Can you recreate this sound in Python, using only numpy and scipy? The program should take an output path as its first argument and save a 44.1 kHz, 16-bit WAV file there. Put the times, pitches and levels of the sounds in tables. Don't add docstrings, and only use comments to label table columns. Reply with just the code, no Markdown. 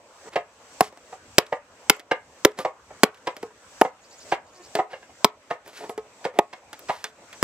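import sys
import numpy as np
from scipy import signal
from scipy.fft import rfft, irfft
from scipy.io import wavfile
from scipy.ndimage import uniform_filter1d

SR = 44100
rng = np.random.default_rng(int(sys.argv[2]) if len(sys.argv) > 2 else 0)


def how_loud(loudness_db):
    steps = np.asarray(loudness_db, float) / 20
    return 10 ** steps


def unload_audio(sound):
    columns = np.transpose(np.atleast_2d(sound))
    steps = np.round(np.clip(columns, -1, 1) * 32767)
    wavfile.write(sys.argv[1], SR, steps.astype(np.int16))


N = 327663

# pitch_hz, level_db
MURMUR = [(15, -51.5), (25, -21.5), (91, 1), (128, -10.5), (258, -2.5), (371, -5.5), (521, 2), (763, -2.5),
          (964, -1), (1640, -6.5), (2350, -9), (4000, -22), (5200, -39), (8800, -120)]
# pitch_hz, level_db
INSECTS = [(3600, -22), (4700, -4.5), (5300, -7), (6000, 1), (6750, -7), (7500, 1), (8330, -2.5),
           (8460, -29.5)]
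# pitch_hz, level_db
LEAVES = [(1410, -31.5), (2400, -4.5), (3660, -6), (8330, -7), (8480, -15), (11000, -20.5), (15100, -29.5),
          (15800, -44)]
# pitch_hz, likeness (1 = same)
LIKENESS = [(60, 1), (180, 1.0), (550, 1), (1650, 0.39), (4970, -0.25), (15000, 1)]
# start_s, depth_db
GAIN_DIPS = [(-.07, 17.5), (0.36, 20), (0.85, 16.5), (1.12, 13), (1.384, 16.5), (1.526, 21), (1.95, 23.5),
             (2.115, 19), (2.45, 19), (2.651, 21), (3.034, 20), (3.273, 16), (3.429, 16.5), (3.849, 20),
             (4.321, 21), (4.791, 20.5), (5.0, 13), (5.246, 22.5), (5.509, 22), (5.895, 19), (5.979, 15.5),
             (6.253, 21), (6.389, 19), (6.532, 17.5), (6.895, 18.5), (7.041, 17)]
# start_s, hardest_s,
# end_s, body_db, rasp_db
SCRAPES = [(0.239, 0.288, 0.293, -39, -63.5), (2.568, 2.594, 2.645, -35, -37.5),
           (5.639, 5.686, 5.75, -48.5, -48.5), (5.725, 5.775, 5.85, -56, -41.5),
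           (5.775, 5.845, 5.892, -37, -49), (6.332, 6.396, 6.387, -34.5, -52),
           (0.814, 0.83, 0.9, -50, -38.5), (0.163, 0.168, 0.16, -72, -56), (2.505, 2.52, 2.5, -62, -50.5),
           (3.168, 3.177, 3.19, -60.5, -53), (6.89, 6.914, 7.13, -60.5, -44.5)]
# start_s, hardest_s, end_s, body_db, rasp_db
FAR_SCRAPES = [
    (0.315, 0.342, 0.356, -43, -39.5),
    (1.127, 1.127, 1.116, -34, -42),
    (4.313, 4.319, 4.36, -37, -26.5),
    (4.752, 4.761, 4.8, -23.5, -38),
    (3.262, 3.271, 3.25, -40, -42),
    (4.891, 4.92, 4.99, -42, -42.5),
    (5.499, 5.503, 5.55, -41, -39),
    (6.24, 6.246, 6.265, -41, -30),
    (6.884, 6.891, 6.9, -35, -27.5),
]
# start_s, level_db, crack_db, edge_db, pitch_hz
TICKS = [(0.335, -37, -14, -52, 524), (0.926, -37.5, -16, -33.5, 536), (0.974, -37.5, -12, -28.5, 690),
         (1.465, -48.5, 6.5, -26, 616), (1.967, -39, -19, -11.5, 611), (1.996, -37.5, -1, -27, 693),
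         (3.145, -52.5, -0.5, -18, 754), (3.367, -34, -0.5, -18, 635), (3.506, -42.5, -39, -34.5, 960),
         (5.662, -38.5, -14, -24.5, 904), (5.678, -35, -13, -13, 625), (5.732, -45.5, -4.5, -21, 533),
         (6.731, -34, -0.5, -23, 897), (6.793, -44.5, -3, 0, 1220), (7.329, -46, 1, -17, 985)]
# start_s, level_db, crack_db, edge_db, pitch_hz
KNOCKS = [(0.36, -7, -23.5, -15.5, 541), (1.127, -25, -29, -42, 732), (1.526, -8, -31, -30, 555),
          (2.115, -6.5, -21.5, -10, 536), (2.651, -10, -23.5, -23, 669), (2.907, -32, -29.5, -26.5, 660),
          (3.273, -11, -13.5, -18.5, 770), (3.851, -11, -47, -21.5, 735), (4.323, -4.5, -41, -16, 713),
          (4.792, -9.5, -38, -36.5, 693), (4.934, -25, -32, -9, 705), (5.028, -40, -17.5, -3, 991),
          (5.094, -37.5, -34.5, -21.5, 676), (5.509, -10, -27.5, -23, 700), (6.253, -9, -19, -41, 547),
          (6.532, -26, -11, -15, 978), (6.895, -9, -18.5, -20.5, 991)]
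# start_s, level_db, crack_db, edge_db, pitch_hz
CHOPS = [
    (0.808, 4, -13, -24.5, 735),
    (1.383, 2, -3, -24.5, 593.5),
    (1.898, -2.5, 1.5, -21.5, 815),
    (2.45, 7, -14.5, -31.5, 582),
    (3.034, 3.5, -8.5, -27, 557.5),
    (3.814, 5.5, -27.5, -31.5, 887),
    (5.246, 2.5, -7.5, -32.5, 981),
    (6.389, 0, -20, -35, 852),
    (7.4278, -0.5, -18.5, -26, 1341),
]
# start_s, level_db, crack_db, edge_db, pitch_hz
TAPS = [
    (2.589, -18.5, -16, -33.5, 504),
    (2.603, -24.5, -17.5, -16.5, 1180),
    (3.429, -19, -22.5, -47, 462),
    (4.753, -10, -14.5, -55, 670),
    (5.807, -29, -21, -42, 690),
    (5.838, -25.5, -38.5, -52, 930),
    (5.895, -21.5, -16, -19, 474),
    (5.978, -20.5, -22, -60, 475),
    (7.042, -29, 0.5, -17.5, 3410),
]
# pitch_hz, level_db, die_away_s (to -60 dB)
TUBE = [(228, -25, .04), (310, -2.5, 0.013), (434.2, 14.5, 0.3)]
# pitch_hz, level_db, die_away_s
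WALL = [(570, -6, 0.092), (670, -4, 0.05), (741.4, -2, 0.13), (837, -3, 0.089), (925.3, -1, 0.072),
        (1074, -14.5, 0.27), (1220, -8, 0.16), (1381, -5.5, 0.014), (1780, -3.5, 0.03), (1890, -10, 0.041),
        (2183, -14, 0.046)]
# pitch_hz, level_db, die_away_s
BLADE = [(4970, -2.5, .06), (5282, 1.5, 0.043), (7050, -6.5, 0.035), (8980, 0.5, 0.014), (10760, 4, 0.027),
         (11100, -1, 0.019), (13900, -1, 0.085), (17100, -6, .03)]
# pitch_hz, level_db, die_away_s
SPINE = [(11050, 1, .16), (13750, -6, .1)]
# pitch_hz, level_db, die_away_s
GRIT = [(9480, -3, .01), (10220, -2.5, .01), (11000, -6, 0.11), (12200, -2, .01), (12400, 8, .01),
        (13750, -5, .07), (14640, 7, .01)]
# pitch_hz, level_db, die_away_s
RIM = [(1675, 1, 0.069), (1720, 5, 0.027), (2074, 5, 0.065), (2430, -0.5, 0.014), (2710, -0.5, 0.024),
       (2764, -6, 0.18)]
# pitch_hz, level_db
CRACK = [(500, -19), (1500, 2), (2500, -1), (5000, -3.5), (8000, -10), (12000, -16.5), (15500, -25.5),
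         (17000, -32)]
# pitch_hz, level_db
AIR = [(1000, 0), (2500, -3), (5000, -6), (8000, -10), (11000, -12.5), (16000, -16)]
# start_s, level_db
CHIRPS = [
    (4.025, -1.5),
    (4.1, 0),
    (4.185, -1.5),
    (4.275, -6),
    (4.36, -7.5),
    (4.455, -4),
    (4.535, -0.5),
    (4.62, -0.5),
]
# length_s, start_hz, end_hz, blur_samples
TRILL = (0.061, 4170, 5700, 29)
# length_s, start_hz, end_hz, blur_samples
ANSWER = (0.058, 6850, 6700, 150)
# time_s, pitch_hz, level_db
HEN = [
    (4.54, 371, -58),
    (4.585, 365, -50.5),
    (4.61, 356.6, -41.5),
    (4.628, 362, -66),
]
# pitch_hz, lead_radians
LEAD = [(50, .05), (500, 0.15), (1500, 0.8), (3000, 1.24), (8000, 1.4), (15000, 1.4)]
# pitch_hz, level_db
MIC_TREBLE = [(15300, -1), (16500, -16)]
# pitch_hz, die_away_s
ECHO = [(200, 0.075), (700, 0.2), (2000, 0.2), (6000, 0.09), (14000, 0.043)]


def evened(x):
    return x / np.sqrt(np.mean(x ** 2) + 1e-20)


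def topped(x):
    return x / (abs(x).max() + 1e-20)


def read(points, hz):
    f, value = np.transpose(points)
    return np.interp(np.log(hz + 1), np.log(f + 1), value)


def add(mix, start_s, sound):
    part = mix[round(start_s * SR):][:len(sound)]
    part += sound[:len(part)]


def coloured(x, points):
    gain = how_loud(read(points, np.fft.rfftfreq(len(x), 1 / SR)))
    return irfft(rfft(x) * gain, len(x))


def dips():
    sudden_s, sudden_db = 0.293, 14
    climb_db_per_s = 54
    start_s, depth_db = np.transpose(GAIN_DIPS + [(sudden_s, sudden_db)])[:, :, None]
    fall_s = np.where(start_s == sudden_s, 0.003, 0.066)
    at = np.arange(0, N + 64, 64)
    since_s = at / SR - start_s
    left_db = depth_db - climb_db_per_s * np.maximum(since_s - fall_s, 0)
    lost_db = np.clip(since_s / fall_s, 0, 1) * np.maximum(left_db, 0)
    return np.interp(np.arange(N), at, lost_db.max(0))


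def wash(points, level_db, patchy_db):
    frames, hz = N // 256 + 5, np.fft.rfftfreq(1024, 1 / SR)
    a, b, c, d, patches = rng.standard_normal((frames, 513, 5)).T
    patches = uniform_filter1d(patches, size=10, axis=0)
    patches = evened(uniform_filter1d(patches, size=12, axis=1))
    same = np.clip(read(LIKENESS, hz), -1, 1)[:, None]
    left, other = a + 1j * b, c + 1j * d
    z = np.array([left, same * left + np.sqrt(1 - same ** 2) * other])
    z *= how_loud(read(points, hz)[:, None] + patchy_db * patches)
    noise = evened(signal.istft(z, nperseg=1024, noverlap=768)[1][:, :N])
    return noise * how_loud(level_db)


def yard(lost_db):
    sound = wash(MURMUR, -50 - 0.35 * lost_db, patchy_db=2.54)
    sound += wash(INSECTS, -52 - lost_db, patchy_db=1.5)
    return sound + wash(LEAVES, -53.5 - 0.75 * lost_db, patchy_db=0.9)


def ring(modes, push, spread_db=1.5, detune=0.03, sustain=0.62):
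    t = np.arange(6000) / SR
    hz, db, die_s = np.transpose(modes)[:, :, None]
    louder, sharper = rng.standard_normal((len(modes), 2, 1)).transpose(1, 0, 2)
    turn = 2 * np.pi * hz * (1 + detune * sharper) * t
    share = abs(np.exp(1j * turn[:, :len(push)]) @ push)[:, None] + 0.088 * np.linalg.norm(push)
    fade_db = -60 * t / (die_s * sustain)
    tone = how_loud(db + spread_db * louder + fade_db) * np.sin(turn) / share
    return topped(signal.fftconvolve(tone.sum(0), push)[:6000])


def scrape(start_s, hardest_s, end_s, body_db, rasp_db):
    swell_db, ease_db = 13.5, 16
    t = np.arange(start_s, max(end_s, hardest_s + 0.002), 1 / SR)
    press = how_loud(np.interp(t, [start_s, hardest_s, t[-1] + 0.001], [-swell_db, 0, -ease_db]))
    slips = rng.standard_normal((2, len(t))) * how_loud(2.7 * rng.exponential(1, len(t)))
    pole = how_loud(-10.5) * ring(TUBE[1:], np.ones(1)) + ring(WALL, np.ones(1))
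    pole *= how_loud(-60 * np.arange(6000) / SR / 0.098)
    body = evened(signal.fftconvolve(slips[0], pole)[:len(t)]) * how_loud(body_db)
    rasp = evened(coloured(slips[1], CRACK)) * how_loud(rasp_db)
    return start_s, (body + rasp) * press * signal.windows.tukey(len(t), 0.3)


def blow(row, edge, edge_db, edge_s, steel_db, rise_s, bite_s, crack_s, fizz_db,
         tube_db, tube_sustain, damp, sustain, rattle_db, note_s):
    start_s, level_db, crack_db, ring_db, pitch_hz = row
    t = np.arange(6000) / SR
    force = (t / rise_s) * np.exp(1 - t / rise_s)
    force += 0.78 * np.exp(-((t - bite_s) / (0.8 * bite_s)) ** 2)
    fibres = rng.standard_normal((3, len(t))) * how_loud(3.08 * rng.exponential(1, len(t)))
    rattle = how_loud(rattle_db - 60 * t / 0.091) * (t > rise_s)
    push = fibres[0] * (force + rattle)
    crack = coloured(fibres[1], CRACK) * force * how_loud(-60 * t / crack_s)
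    fizz = coloured(coloured(fibres[2], CRACK), AIR) * how_loud(fizz_db - 60 * t / 0.098) * (t > rise_s)
    wall = ring(WALL + [(pitch_hz, 7, note_s)], push, sustain=sustain)
    wood = wall + how_loud(tube_db) * ring(TUBE, push, detune=0.014, sustain=tube_sustain)
    held = damp + (1 - damp) * np.exp(-(t / (1.66 * bite_s)) ** 4)
    jolt = push * how_loud(-60 * t / edge_s)
    steel = how_loud(crack_db + steel_db) * ring(BLADE, jolt, detune=0.0029)
    rim = how_loud(ring_db + edge_db) * ring(edge, jolt, detune=0.001) * np.sqrt(held)
    snap = how_loud(crack_db + 13) * topped(crack + fizz)
    return start_s - rise_s, how_loud(level_db) * ((wood + steel) * held + rim + snap)


def blows(rows, **touch):
    track = np.zeros(N)
    for row in rows:
        add(track, *blow(row, **touch))
    return track


def ticks():
    return blows(TICKS, edge=GRIT, edge_db=10.5, edge_s=0.0057, steel_db=-8, rise_s=0.0007, bite_s=0.0047,
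                 crack_s=0.03, fizz_db=-3, tube_db=-22, tube_sustain=0.89, damp=0.94, sustain=0.93,
                 rattle_db=-19, note_s=0.09)


def knocks():
    return blows(KNOCKS, edge=RIM, edge_db=7.5, edge_s=0.13, steel_db=-30.5, rise_s=0.0036, bite_s=0.0082,
                 crack_s=0.19, fizz_db=-3.5, tube_db=-29.5, tube_sustain=0.66, damp=0.95, sustain=0.5,
                 rattle_db=-4, note_s=0.049)


def thud(start_s, level_db):
    t = np.arange(3000) / SR
    pitch_hz, rise_s = 151, 0.003
    push = (t / rise_s) * np.exp(1 - t / rise_s)
    return start_s, how_loud(level_db - 27) * push * np.sin(2 * np.pi * pitch_hz * t)


def chops():
    return blows(CHOPS, edge=SPINE, edge_db=-5, edge_s=0.0024, steel_db=2.5, rise_s=0.0005, bite_s=0.0047,
                 crack_s=0.022, fizz_db=-40.5, tube_db=-11, tube_sustain=0.5, damp=0.21, sustain=0.85,
                 rattle_db=-22.5, note_s=0.048)


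def taps():
    return blows(TAPS, edge=SPINE, edge_db=1, edge_s=0.0042, steel_db=-6, rise_s=0.00066, bite_s=0.0039,
                 crack_s=0.03, fizz_db=-6, tube_db=-11.5, tube_sustain=0.79, damp=1.0, sustain=0.77,
                 rattle_db=-16.5, note_s=0.125)


def chirp(start_s, level_db, length_s, from_hz, to_hz, blur_samples):
    t = np.arange(0, length_s, 1 / SR)
    blur = evened(uniform_filter1d(rng.standard_normal(len(t)), size=int(blur_samples)))
    pitch_hz = from_hz + (to_hz - from_hz) * t / length_s
    glide = np.sin(2 * np.pi * np.cumsum(pitch_hz) / SR)
    return start_s, how_loud(level_db) * evened(glide * (0.21 + blur)) * signal.windows.tukey(len(t), 0.6)


def cricket():
    track = np.zeros(N)
    for start_s, level_db in CHIRPS:
        add(track, *chirp(start_s, level_db - 45, *TRILL))
        add(track, *chirp(start_s - 0.018, level_db - 47.5, *ANSWER))
    return track


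def hen():
    time_s, pitch_hz, level_db = np.transpose(HEN)
    t = np.arange(time_s[0], time_s[-1], 1 / SR)
    turns = np.cumsum(np.interp(t, time_s, pitch_hz)) / SR
    voice = np.zeros(len(t))
    for k, overtone_db in enumerate([-3, -6, -12, -28, -14], 1):
        voice += how_loud(overtone_db) * np.sin(2 * np.pi * k * turns)
    return time_s[0], voice * how_loud(np.interp(t, time_s, level_db))


def thin(x, hz):
    return signal.sosfilt(signal.butter(3, hz, "high", fs=SR, output="sos"), x)


def ports(x, pan_db):
    size = N + 999
    hz = np.fft.rfftfreq(size, 1 / SR)
    turn = np.exp(0.5j * read(LEAD, hz))
    z = rfft(x, size) * how_loud(read(MIC_TREBLE, hz))
    left = irfft(z / turn, size)[:N] * how_loud(pan_db / 2)
    right = irfft(z * turn, size)[:N] * how_loud(-pan_db / 2)
    return np.array([left, right])


def echoes(x):
    bounces = np.zeros((2, SR // 2))
    at = np.arange(200, SR // 2 - 20, 20) + rng.integers(0, 20, (2, (SR // 2 - 201) // 20))
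    np.put_along_axis(bounces, at, rng.choice([-1., 1.], at.shape), 1)
    hz, t, z = signal.stft(bounces, SR, nperseg=256)
    same = np.clip(read(LIKENESS, hz), 0, 1)[:, None]
    z[1] = same * z[0] + np.sqrt(1 - same ** 2) * z[1]
    fade = how_loud(-60 * t / read(ECHO, hz)[:, None])
    tail = signal.istft(z * fade, SR, nperseg=256)[1]
    return signal.fftconvolve(x[None], tail / np.linalg.norm(tail[0]), axes=1)[:, :N]


def scene():
    lost_db = dips()
    near = ticks() + chops() + taps()
    for row in SCRAPES:
        add(near, *scrape(*row))
    near = thin(near, hz=210)
    far = knocks()
    for row in FAR_SCRAPES:
        add(far, *scrape(*row))
    far = thin(coloured(far, AIR), hz=384)
    for row in KNOCKS:
        add(far, *thud(*row[:2]))
    far += cricket() * how_loud(-lost_db)
    add(far, *hen())
    direct = ports(near, pan_db=-0.2) + ports(far, pan_db=-1.1)
    to_walls = how_loud(-25.5) * coloured(near, AIR) + how_loud(-13) * far
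    return direct + echoes(to_walls) + yard(lost_db)


def band_limit(x):
    return signal.sosfilt(signal.butter(12, 16480, fs=SR, output="sos"), x)


def record(dry):
    overloaded = np.clip(dry, -0.98, 0.98)
    low_cut = signal.butter(1, 70, "high", fs=SR)
    mix = signal.lfilter(*low_cut, overloaded)
    return band_limit(mix)


dry = scene()
out = record(dry)
unload_audio(out)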